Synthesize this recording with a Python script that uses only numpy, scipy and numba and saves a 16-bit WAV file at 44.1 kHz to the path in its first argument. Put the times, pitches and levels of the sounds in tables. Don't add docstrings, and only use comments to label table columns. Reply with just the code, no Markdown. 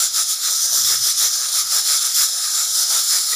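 import sys
import numpy as np
from scipy import signal
from scipy.fft import rfft, irfft
from scipy.io import wavfile
from scipy.ndimage import uniform_filter1d
from numba import njit

SR = 44100
rng = np.random.default_rng(int(sys.argv[2]) if len(sys.argv) > 2 else 0)


def dump(signal):
    limited = np.clip(np.atleast_2d(signal).T, -1, 1)
    pcm = np.round(limited * 32767).astype(np.int16)
    wavfile.write(sys.argv[1], SR, pcm)


def linear_from_db(decibels):
    return 10 ** (np.asarray(decibels, float) / 20)


N = 147735

# pitch_hz, level_db [dB per Hz]
ROOM_TONE = [(18, -41), (30, 0), (49, -12), (108, 2), (409, -5), (500, 1), (650, -37), (1100, -120)]
# time_s, level_db
TRAFFIC_SWELL = [
    (0, 0.5),
    (.6, -3),
    (.85, 10),
    (1.3, 0.5),
    (1.75, 4),
    (1.95, 0),
    (3.35, -2.5),
]
# time_s, pitch_hz, level_db
ENGINE = [
    (.68, 139.7, -72),
    (.76, 139.5, -61),
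    (.83, 131, -57),
    (.87, 114.3, -52),
    (1.03, 114.4, -53),
    (1.08, 113, -72),
]
# pitch_hz, level_db, t60_s
PAN_MODES = [(472, -8, 0.14), (1250, -11, .06), (1940, 12, 0.046), (2420, 1, 0.066)]
# peak_s, half_length_s, jet_level_db, lid_puff_db [re jet]
WOBBLES = [(0, 0.13, -15, 1), (0.19, 0.072, -15, 0), (0.313, .065, -20, -5.5), (0.465, 0.073, -20, 3.5),
           (0.538, 0.11, -21.5, -5.5), (0.639, 0.057, -18, -14), (.77, 0.071, -15.5, -3),
           (0.907, 0.089, -14, 1.5), (1.079, .085, -16, -1.5), (1.231, 0.078, -12, 0),
           (1.337, .06, -24, -17), (1.438, .05, -31.5, 11.5), (1.582, 0.076, -16.5, -1),
           (1.759, 0.081, -15, 2.5), (1.92, 0.098, -14.5, 1.5), (2.053, 0.081, -21.5, 1),
           (2.208, .08, -9, 1), (2.45, 0.096, -30.5, 7), (2.593, 0.096, -22, 3), (2.798, 0.083, -16.5, -2),
           (2.955, 0.098, -16.5, 2), (3.143, 0.086, -14.5, 1.5), (3.32, 0.046, -21, 3.5)]
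# time_s, level_db, colour_shift_db [+ lifts resonances of positive share, lowers
SEAT_LEAK = [(0, -26, -0.5), (.38, -24.5, -0.2), (.5, -23.5, -1), (.85, -19, -1.), (1.1, -24.5, -0.7),
             (1.4, -21, -0.9), (1.66, -23, -0.54), (2.0, -22, 0.06), (2.35, -21.5, 0.07),
             (2.8, -21.5, -0.2), (3.05, -20.5, 0), (3.35, -21, 0.2)]
# peak_s, half_length_s, level_db, deep_part_db
STEAM_GUSTS = [(.01, 0.096, -40, -9), (0.193, 0.06, -42.5, 3), (0.325, .05, -55, -4),
               (0.5, 0.087, -45.5, -5.5), (0.656, 0.034, -47, -6), (0.744, 0.049, -41, -16),
               (.78, .04, -46.5, 9.5), (0.921, 0.058, -38, 4), (1.072, 0.042, -44, 3),
               (1.245, 0.064, -36.5, -2.5), (1.404, 0.15, -52, -1.5), (1.564, 0.11, -46, -6),
               (1.766, 0.083, -40, -2.5), (1.923, 0.1, -42.5, -2), (2.06, 0.07, -49, -13),
               (2.215, 0.073, -40.5, -4), (2.438, .06, -59, -10), (2.626, 0.054, -53, -6),
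               (2.805, 0.089, -45, 1), (2.95, 0.091, -37.5, -4.5), (3.158, 0.1, -44, 3),
               (3.34, .06, -45.5, 0.5)]
# pitch_hz, width_hz, level_db
LID_SHELL = [(1259, 101, 1), (1440, 213, -3.5), (1570, 247, -2), (1900, 310, -9), (2142, 296, -7.5),
             (2690, 400, -15.5)]
# pitch_hz, width_hz, level_db
LID_HOLLOW = [(519, 112, -4), (708, 150, 0.5), (1024, 156, -2)]
# pitch_hz, width_hz, level_db
LID_DEEP = [(233, 147, -5), (362, 99, 3)]
# [dB per dB of colour shift, halved]
JET_GAP = [(3420, 438, -11.5, -0.075), (3940, 570, -10, .3), (4443, 585, -9, 0.37), (5177, 322, -1, -0.62),
           (5413, 400, -7, -0.51), (5867, 370, -3, -1), (6600, 510, -9.5, -0.46), (7245, 510, -3.5, 1.1),
           (8566, 1220, -15.5, -0.36), (9390, 780, -7, -0.12), (10404, 840, -7.5, 2.7),
           (11440, 610, -17, .3), (12780, 1550, -12.5, -0.28), (14970, 2200, -17, 0.42)]
# pitch_hz, width_hz, level_db
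WEIGHT_RINGS = [(1280, 60, -14), (5096, 50, -2), (5296, 50, 0), (5410, 40, -3), (5945, 60, -2),
                (6442, 40, -5), (6696, 40, -5), (7009, 50, -4), (7120, 40, -3), (7236, 40, -3),
                (7345, 50, -3), (9505, 50, -6)]

SWELL_ROUND, FALL_SHARE = 0.55, 0.79
PUFF_POINT = 1.9
DROPS_PER_S, DROP_SCATTER_DB, DROP_CAP = 1500, 2.5, 2.0


def level(x, db):
    return x * linear_from_db(db) / np.sqrt(np.mean(x ** 2))


def walk(rate_hz):
    hold = int(SR / rate_hz)
    steps = np.repeat(rng.standard_normal(N // hold + 1), hold)
    slewed = uniform_filter1d(uniform_filter1d(steps, hold), hold)
    return 1.315 * slewed[:N]


@njit
def bandpass(x, hz, width_hz):
    y, band, low = np.empty(len(x)), 0., 0.
    g, k = np.tan(np.pi * hz / SR), width_hz / hz
    for i in range(len(x)):
        v = (band + g * (x[i] - low)) / (1 + g * (g + k))
        band, low, y[i] = 2 * v - band, low + 2 * g * v, k * v
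    return y


def resonance(x, hz, width_hz, db, flicker_db, rate_hz):
    hz, each_width = float(hz), 1.77 * width_hz
    once = bandpass(x, hz, each_width)
    return bandpass(once, hz, each_width) * linear_from_db(db + flicker_db * walk(rate_hz))


def chord(x, table, flicker_db):
    total = 0
    for k, (hz, width_hz, db) in enumerate(table):
        total = total + (-1) ** k * resonance(x, hz, width_hz, db, flicker_db, 11)
    return level(total, 0)


def swells(t, table, floor_db, extra, point):
    coarse = t[::64]
    power = linear_from_db(floor_db[::64]) ** 2
    for peak_s, half_s, db, extra_db in table:
        side_s = np.where(coarse > peak_s, FALL_SHARE * half_s, half_s)
        u = np.clip((coarse - peak_s) / side_s, -1, 1)
        shape = np.abs(np.cos(np.pi / 2 * u)) ** (4 * SWELL_ROUND * point)
        power = power + linear_from_db(db + extra * extra_db) ** 2 * shape
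    return np.interp(t, coarse, np.sqrt(power))


def leak_level(t):
    return np.interp(t, *np.array(SEAT_LEAK)[:, :2].T)


def turbulence(flutter_db, drops_db):
    hit = rng.random(N) < DROPS_PER_S / SR
    sign = np.sign(rng.standard_normal(N))
    size = linear_from_db(DROP_SCATTER_DB * np.minimum(rng.exponential(size=N), DROP_CAP))
    flutter = flutter_db * walk(120) + 0.27 * flutter_db * walk(8.9)
    return rng.standard_normal(N) * linear_from_db(flutter) + level(hit * sign * size, drops_db)


def rumble():
    t = np.arange(N) / SR
    hz = np.maximum(np.arange(N // 2 + 1) * SR / N, 1)
    at_hz, db = np.array(ROOM_TONE).T
    tone = linear_from_db(np.interp(np.log(hz), np.log(at_hz), db, right=-60))
    tone = tone * np.minimum(hz / 70, 1) / (1 + (hz / 380) ** 2)
    noise = irfft(rfft(rng.standard_normal(N)) * tone, N)
    swell_db = np.interp(t, *np.array(TRAFFIC_SWELL).T)
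    return level(noise, -64) * linear_from_db(0.9 * walk(4) + swell_db)


def engine_drone(t):
    at_s, pitch_hz, db = np.array(ENGINE).T
    hz = np.interp(t, at_s, pitch_hz) + 1.5 * walk(20)
    tone = np.sqrt(2) * np.sin(2 * np.pi * np.cumsum(hz) / SR)
    return tone * linear_from_db(np.interp(t, at_s, db, left=-120, right=-120) + 1.6 * walk(30))


def pan_tap(t):
    u = np.maximum(t - 3.328, 0)
    onset = 1 - np.exp(-u / 0.003)
    return sum(linear_from_db(-30.5 + db - 60 * u / t60_s) * onset * np.sin(2 * np.pi * hz * u)
               for hz, db, t60_s in PAN_MODES)


def lid(t):
    puff_air, gust_air = turbulence(0.86, -10), turbulence(1.0, -9.5)
    late = t - 0.0059
    puffs = swells(late, WOBBLES, leak_level(late) - 3.5, 1, PUFF_POINT)
    shell = chord(puff_air, LID_SHELL, 1.5) * puffs * linear_from_db(-16.5)
    floor_db = -55.5 + 0.79 * (leak_level(t) + 25)
    hollow = chord(gust_air, LID_HOLLOW, 1.2) * swells(t, STEAM_GUSTS, floor_db, 0, PUFF_POINT)
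    deep_gusts = swells(t, STEAM_GUSTS, floor_db - 4.5, 0.97, PUFF_POINT)
    deep = chord(gust_air, LID_DEEP, 2.4) * deep_gusts * linear_from_db(-12)
    return shell + hollow + deep


def jet(t):
    air = turbulence(0.71, -12)
    push = swells(t, WOBBLES, leak_level(t), 0, 1)
    hiss = air * push
    over_db = 20 * np.log10(push / np.mean(push))
    shift_db = np.interp(t, *np.array(SEAT_LEAK)[:, ::2].T)
    body = 0
    for k, (hz, width_hz, db, share) in enumerate(JET_GAP):
        bright_db = 0.27 * over_db * max(np.log2(hz / 6300), 0)
        colour_db = db + 2 * share * shift_db + bright_db
        body = body + (-1) ** k * resonance(hiss, hz, width_hz, colour_db, 1.28, 10.01)
    weight_air = air[::-1] * push
    rings = sum(resonance(weight_air, hz, width_hz, db, 1.8, 6.75) for hz, width_hz, db in WEIGHT_RINGS)
    return np.sqrt(np.mean(hiss ** 2)) * (level(body, -0.69) + level(rings, -10))


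def tiled_walls(steam):
    u = np.arange(SR // 2) / SR
    t60_s = 0.2
    echo = rng.standard_normal(len(u)) * linear_from_db(-60 * u / t60_s) * (u > 0.002)
    return signal.fftconvolve(steam, echo / np.sqrt(np.sum(echo ** 2)))[:N]


def scene():
    t = np.arange(N) / SR
    background = rumble() + engine_drone(t) + pan_tap(t)
    steam = lid(t) + jet(t)
    cooker = linear_from_db(0.15) * (steam + linear_from_db(-11) * tiled_walls(steam))
    return np.tile(background + cooker, (2, 1))


def top_cut(x):
    return signal.sosfilt(signal.butter(12, 16020, fs=SR, output="sos"), x)


def record(dry):
    knee_db, ratio, window_s = -17, 3.0, 0.025
    power = uniform_filter1d(dry ** 2, int(window_s * SR), axis=1, mode="reflect")
    loud = np.sqrt(power + 1e-12)
    held = dry * np.minimum(linear_from_db(knee_db) / loud, 1) ** (1 - 1 / ratio)
    low_pass = signal.ellip(16, 0.3, 90, 15510, fs=SR, output="sos")
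    mix = signal.sosfilt(low_pass, held)
    return top_cut(mix)


dry = scene()
out = record(dry)
dump(out)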